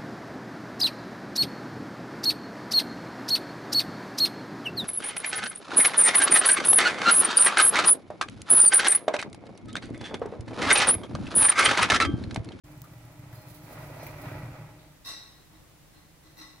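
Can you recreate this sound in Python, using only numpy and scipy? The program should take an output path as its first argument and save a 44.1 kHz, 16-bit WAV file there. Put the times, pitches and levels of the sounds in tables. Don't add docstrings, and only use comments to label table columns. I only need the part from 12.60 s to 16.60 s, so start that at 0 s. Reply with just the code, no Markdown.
import sys
import numpy as np
from scipy import signal
from scipy.fft import rfft, irfft
from scipy.io import wavfile
from scipy.ndimage import uniform_filter1d

SR = 44100
rng = np.random.default_rng(int(sys.argv[2]) if len(sys.argv) > 2 else 0)


def master(y):
    cut = np.clip(np.atleast_2d(y).T, -1, 1)
    pcm = np.round(cut * 32767)
    wavfile.write(sys.argv[1], SR, pcm.astype(np.int16))


N = 176400
T, F = np.arange(N) / SR, np.maximum(np.fft.rfftfreq(N, 1 / SR), 1)


def undb(db):
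    return 10 ** (np.asarray(db) / 20)


def unit(x):
    return x / np.sqrt(np.mean(x ** 2))


def over_hz(points, hz=F):
    p = np.array(points)
    return np.interp(np.log(hz), np.log(p[:, 0]), p[:, 1])


def colour(x, points, peaks=()):
    lift_db = sum(db / (1 + (2 * (F - hz) / width) ** 2) for hz, width, db in peaks)
    gain = unit(undb(over_hz(points) + lift_db))
    cepstrum = irfft(np.log(gain), N)
    response = irfft(np.exp(rfft(2 * cepstrum[:N // 2], N) - cepstrum[0]), N)
    return signal.fftconvolve(x, response[None, :N // 8], axes=1)[:, :N]


def pan(left_db):
    return undb(np.array([[left_db], [-left_db]]) / 2)


def stereo_noise(widths, left_db=0):
    mid, side = rfft(rng.standard_normal((2, N)))
    width = undb(over_hz(widths))
    ears = np.array([mid + width * side, mid - width * side]) / np.hypot(1, width)
    return irfft(ears, N) * pan(left_db)


def wander(rate_hz):
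    step = max(int(SR / rate_hz), 2)
    stairs = np.repeat(rng.standard_normal(N // step + 1), step)
    return unit(uniform_filter1d(stairs, step)[:N])


def burst(start, decay):
    return (T >= start) * np.exp(-np.maximum(T - start, 0) / decay)


def swell(age, rise_s, ring_s):
    age = np.maximum(age, 0)
    return (1 - np.exp(-age / rise_s)) * np.exp(-np.log(1000) * age / ring_s)


def wavering_tone(hz, flutter_hz, size=N):
    steps = np.arange(size) / SR * flutter_hz
    a, b, c, d = (np.interp(steps, np.arange(1024), row) for row in rng.standard_normal((4, 1024)))
    echoes, echo_share = np.array([a + 1j * b, c + 1j * d]), 0.6
    phases = rng.uniform(0, 2 * np.pi) + np.array([[0], [rng.choice([-1, 1]) * np.pi / 2]])
    waver = np.sqrt(2 * (1 - echo_share)) * np.exp(1j * phases) + np.sqrt(echo_share) * echoes
    return unit((waver * np.exp(2j * np.pi * hz * T[:size])).real)


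def roll_fade(stop_s=2.47, fade_s=0.28):
    return np.clip((stop_s - T) / fade_s, 0, 1)


# t/s, rumble level/dB, rattle level/dB, grit level/dB
ROLL_LEVELS = [(.03, -56.5, -97, -98), (.055, -50.5, -58.5, -68), (.7, -53, -56.5, -70),
               (.74, -53, -55, -63.5), (1.03, -53.5, -54.5, -56.5), (1.16, -47.5, -47, -55.5),
               (1.3, -47, -47.5, -56.5), (1.45, -47, -46, -56.5), (1.68, -43, -43, -55.5),
               (1.85, -42, -47, -62), (2.02, -44.5, -52, -72), (2.2, -54, -58.5, -82), (2.4, -50, -58, -90)]
# f/Hz, side level over mid/dB
ROLL_WIDTH = [(40, -15), (130, -34.5), (500, -10.5), (1200, -7), (2500, 0), (6000, 1.5)]
# f/Hz, level/dB
RUMBLE_TONE = [(25, -24.5), (50, -3.5), (75, -8.5), (95, -2.5), (118, 7), (132, -11.5), (147, 2),
               (175, -4.5), (215, -36.5), (265, -14.5), (400, -23), (900, -68.5)]
RATTLE_TONE = [(150, -15), (225, -2.5), (270, 4.5), (440, -6), (600, 0.5), (720, -3), (880, -2),
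               (1100, -6.5), (1300, -3), (1780, -11), (2400, -6.5), (3000, -19.5), (5000, -24),
               (8000, -35.5), (16000, -55)]
GRIT_TONE = [(2000, -14), (4200, -1.5), (5200, -5), (6500, -6), (8500, -6), (10300, -1.5), (12300, -1.5),
             (13500, 0), (16000, -2.5)]
# f/Hz, width/Hz, boost/dB
BODY_LOW_PEAKS = [(120, 5.6, 5), (145.2, 11, 6.5)]
BODY_HIGH_PEAKS = [(301.4, 11, 5), (366.8, 10.3, 6), (515, 21, 5), (621, 26, 8), (830, 28, 7.5),
                   (965, 9.2, 8.5), (1944, 50, 11)]
GRIT_PEAKS = [(10200, 400, 2.5), (10500, 320, -5.5), (13700, 470, -3), (15200, 500, 2.5)]
def rolling():
    times, *levels = np.array(ROLL_LEVELS).T
    low, mid, high = (undb(np.interp(T, times, db)) for db in levels)
    rumble = colour(stereo_noise(ROLL_WIDTH) * low, RUMBLE_TONE, BODY_LOW_PEAKS)
    rough = unit(undb(1.5 * wander(250) + wander(27.98)))
    rattle = colour(stereo_noise(ROLL_WIDTH, left_db=-1.5) * mid * rough, RATTLE_TONE, BODY_HIGH_PEAKS)
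    crunch = unit(undb(wander(900) + 2 * wander(45.4)))
    grit = colour(stereo_noise(ROLL_WIDTH, left_db=-3.5) * high * crunch, GRIT_TONE, GRIT_PEAKS)
    return (rumble + rattle + grit) * roll_fade()


def panel_drone():
    return undb(-59) * wavering_tone(hz=300, flutter_hz=14)[0] * roll_fade() ** 2


# f/Hz, level/dB
HUM_TONE = [(15, -46), (25, -4.5), (113, -4.5), (136, -7), (164, -4), (221, -15), (297, -10), (378, -16),
            (631, -15), (848, -17), (1110, -19), (1410, -21), (2060, -20), (2230, -22), (4040, -24.5),
            (4620, -25), (15500, -28.5)]
# f/Hz, width/Hz, boost/dB
DUCT_PEAKS = [(155.2, 25, 4), (310.6, 12, 6.5)]
# f/Hz, side level over mid/dB
HUM_WIDTH = [(40, -9), (150, -7), (400, -4), (1500, -3), (5000, 0.5)]
def traffic_and_ducts():
    rush = stereo_noise(HUM_WIDTH) * undb(0.25 * wander(4.96))
    return undb(-56) * colour(rush, HUM_TONE, DUCT_PEAKS)


# t/s, level/dB
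KNOCKS = [(.104, 2), (0.173, 4.5), (.216, 4), (0.314, 5.5), (0.358, -6), (.383, -0.5), (0.446, 3),
          (0.593, 7.5), (.634, 4), (0.661, 1), (.729, 4.5), (0.775, 4.5), (0.869, 3), (0.911, 1),
          (1.001, -1), (1.037, 4.5), (1.146, 3.5), (1.206, 4), (1.248, 0), (1.314, 4), (1.464, -5),
          (1.559, 0), (1.665, 12.5), (1.718, 9), (1.758, 9.5), (1.83, 14.5), (1.865, 2), (1.902, 4),
          (1.998, 2)]
def knocks(body_hz=128.3, width_hz=54):
    out = 0
    for start, db in KNOCKS:
        hz = body_hz * (1 + 0.022 * rng.standard_normal())
        age = np.maximum(T - start, 0)
        growth = np.pi * width_hz * age
        out += undb(db - 43) * growth * np.exp(1 - growth) * np.sin(2 * np.pi * hz * age)
    return out


# t/s, level/dB, decay/s
TICKS = [(.117, -59, .008), (.175, -58, .008), (.241, -54, 0.015), (0.334, -55, 0.0054), (.38, -58, 0.0073),
         (.451, -57, .008), (.52, -56, .008), (.592, -57, .008), (.727, -55, .02), (.752, -56, .015),
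         (.817, -52, 0.0092), (.885, -51.5, 0.018), (.943, -50.5, 0.019), (1.126, -50, 0.016),
         (1.188, -55, .01), (1.431, -47, .012), (1.466, -42.5, 0.011), (1.616, -44.5, 0.0099)]
# f/Hz, level/dB
TICK_TONE = [(1000, -23), (2200, -22), (4000, -7), (8500, -12), (11000, -1.5), (13500, -6), (16000, -3)]
# f/Hz, width/Hz, boost/dB
TICK_PEAKS = [(13730, 610, 10), (15200, 500, 5)]
def grit_ticks():
    loudness = sum(undb(db) * burst(start, decay) for start, db, decay in TICKS)
    cracks = stereo_noise(ROLL_WIDTH, left_db=-5.5) * loudness
    rough = unit(undb(1.6 * wander(1200)))
    return colour(cracks * rough, TICK_TONE, TICK_PEAKS)


# f/Hz, level/dB
SNAP_TONE = [(1000, -14), (2500, -12), (3400, -3), (5000, -6), (8000, -4), (12000, -6), (14500, 7),
             (16000, 5)]
def snap(start_s=0.2187):
    click = undb(-17) * burst(start_s, decay=0.0006) * rng.standard_normal((2, N))
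    click[:, int(start_s * SR)] += 1
    return undb(-18.5) * colour(click, SNAP_TONE) * pan(left_db=-2)


# t/s, level/dB, f/Hz, width/Hz,
# decay/s
SCRAPES = [(.24, -54.5, 1250, 300, .03), (.728, -54, 1000, 1500, 0.047), (1.108, -46.5, 595, 199, 0.036),
           (1.17, -47.5, 990, 1000, 0.039), (1.299, -46, 580, 150, 0.016), (1.361, -41, 610, 180, 0.016),
           (1.43, -41.5, 620, 147, 0.014), (1.466, -41.5, 2240, 445, 0.013),
           (1.655, -48.5, 1300, 1790, 0.044), (2.19, -64.5, 3850, 1400, 0.11),
           (2.456, -54, 14500, 3000, .04), (3.778, -56, 13900, 4000, .03)]
def scrapes():
    rub = rfft(stereo_noise(ROLL_WIDTH, left_db=-0.5))
    out = 0
    for start, db, hz, width, decay in SCRAPES:
        band = irfft(rub / (1 + ((F / hz - hz / F) * hz / width) ** 2), N)
        out += undb(db) * unit(band) * burst(start, decay)
    return out


# t/s, level/dB, f/Hz
PINGS = [(.73, -65, 4970), (.75, -62.5, 4200), (1.375, -61.5, 5040), (1.385, -59, 5920), (1.39, -60, 4170),
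         (3.335, -62, 4160)]
def pings():
    out = 0
    for start, db, hz in PINGS:
        loudness = undb(db) * swell(T - start, rise_s=0.021, ring_s=0.6)
        out += loudness * wavering_tone(hz, flutter_hz=130.7)
    return out


# delay t/s, level/dB
CONTACTS = [(0, -3), (0.014, 0.5), (0.032, -3)]
# f/Hz, t/s
ECHO_TIMES = [(200, 0.97), (1000, 0.8), (4000, 0.67), (6000, 0.64), (9000, 0.51), (16000, 0.1)]
def clank_echoes(age, hz):
    ring_s = over_hz(ECHO_TIMES, hz)
    echoes = [undb(db) * swell(age - delay, rise_s=0.01, ring_s=ring_s) for delay, db in CONTACTS]
    return np.sqrt(sum(echo ** 2 for echo in echoes))


# t/s, level/dB, place struck (0 to 1), treble tilt/dB per octave
CLANKS = [(2.445, -1.5, 0.15, 0), (2.909, -28, 0.6, -6), (3.32, -27.5, 1, -4.5), (3.623, -24, 1, -3),
          (3.766, -9.5, 0.98, -1)]
# f/Hz, level/dB struck at place 0, level/dB struck at place 1
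STEEL_TONES = [(313, -20, -7), (866, -19, -13), (1104, -9, -8), (1337, -20, -12), (1925, -9, -8),
               (1985, -16, -6), (2018, -19, -10), (2710, -13, -12), (3690, -14, -13), (3780, 1, -9),
               (3820, -7, -9), (3869, 1, -10), (3897, -7, -11), (4101, -8, -7), (4142, -2, -6),
               (4190, -12, -7), (4939, -2, -22), (5075, -12, -14), (5330, -15, -13), (5415, -7, -12),
               (5730, -7, -11), (5775, -7, -10), (5830, -14, -13), (5925, -16, -11), (6580, -18, -24),
               (7690, -16, -15), (7795, -15, -20), (8032, -17, -26), (8335, -17, -23), (8678, -17, -26),
               (9230, -19, -20), (10100, -19, -18), (10406, -15, -16), (11090, -15, -23), (12180, -18, -21),
               (13140, -20, -21), (13660, -19, -24), (14890, -17, -23)]
# f/Hz, level/dB
CLATTER_TONE = [(200, 0), (500, -3.5), (1100, 3), (2300, -3.5), (3100, -6), (4000, 5), (5600, 1.5),
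                (7000, -6), (9000, -7), (12000, -1), (16000, -11)]
# f/Hz, width/Hz, boost/dB
CLATTER_PEAKS = [(1940, 290, 6), (2733, 130, 10.5), (3780, 300, 9.5), (4030, 63, 6.5), (5100, 84, 7),
                 (5540, 220, 3), (5900, 300, 8), (7540, 390, 7), (10000, 400, 6), (12150, 250, 7)]
# f/Hz, side level over mid/dB
CLATTER_WIDTH = [(300, -37), (1100, -14), (2200, -23), (4000, 1), (9000, -0.5)]
def steel_clanks():
    out, size = np.zeros((2, N)), N // 4
    age = T[:size]
    rough_noise = stereo_noise(CLATTER_WIDTH) * unit(undb(2.5 * wander(400)))
    clatter = rfft(colour(rough_noise, CLATTER_TONE, CLATTER_PEAKS))
    octaves_hz = 125 * 2 ** np.arange(8)
    bands = [irfft(clatter * np.interp(np.log(F), np.log(octaves_hz), pick), N) for pick in np.eye(8)]
    for start, db, place, tilt_db in CLANKS:
        first = int(start * SR)
        parts = []
        for hz, db_at_0, db_at_1 in STEEL_TONES:
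            strength = undb(db_at_0 + place * (db_at_1 - db_at_0))
            parts.append((hz, strength * wavering_tone(hz, flutter_hz=65, size=size)))
        for hz, band in zip(octaves_hz, bands):
            parts.append((hz, undb(1.5) * np.roll(band, -first, axis=1)[:, :size]))
        clank = sum(undb(tilt_db * np.log2(hz / 3000)) * clank_echoes(age, hz) * x for hz, x in parts)
        out[:, first:first + size] += undb(db - 43.5) * clank[:, :N - first]
    return out * pan(left_db=1.2)


def scene():
    metal = steel_clanks() + pings()
    close_by = rolling() + panel_drone() + knocks() + grit_ticks() + scrapes() + snap()
    return metal + close_by + traffic_and_ducts()


def record(dry):
    fade_in = np.clip((T - 0.036) / 0.006, 0, 1)
    treble_cut = signal.ellip(10, 0.2, 70, 15750, fs=SR, output="sos")
    return signal.sosfilt(treble_cut, dry * fade_in)


dry = scene()
out = record(dry)
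master(out)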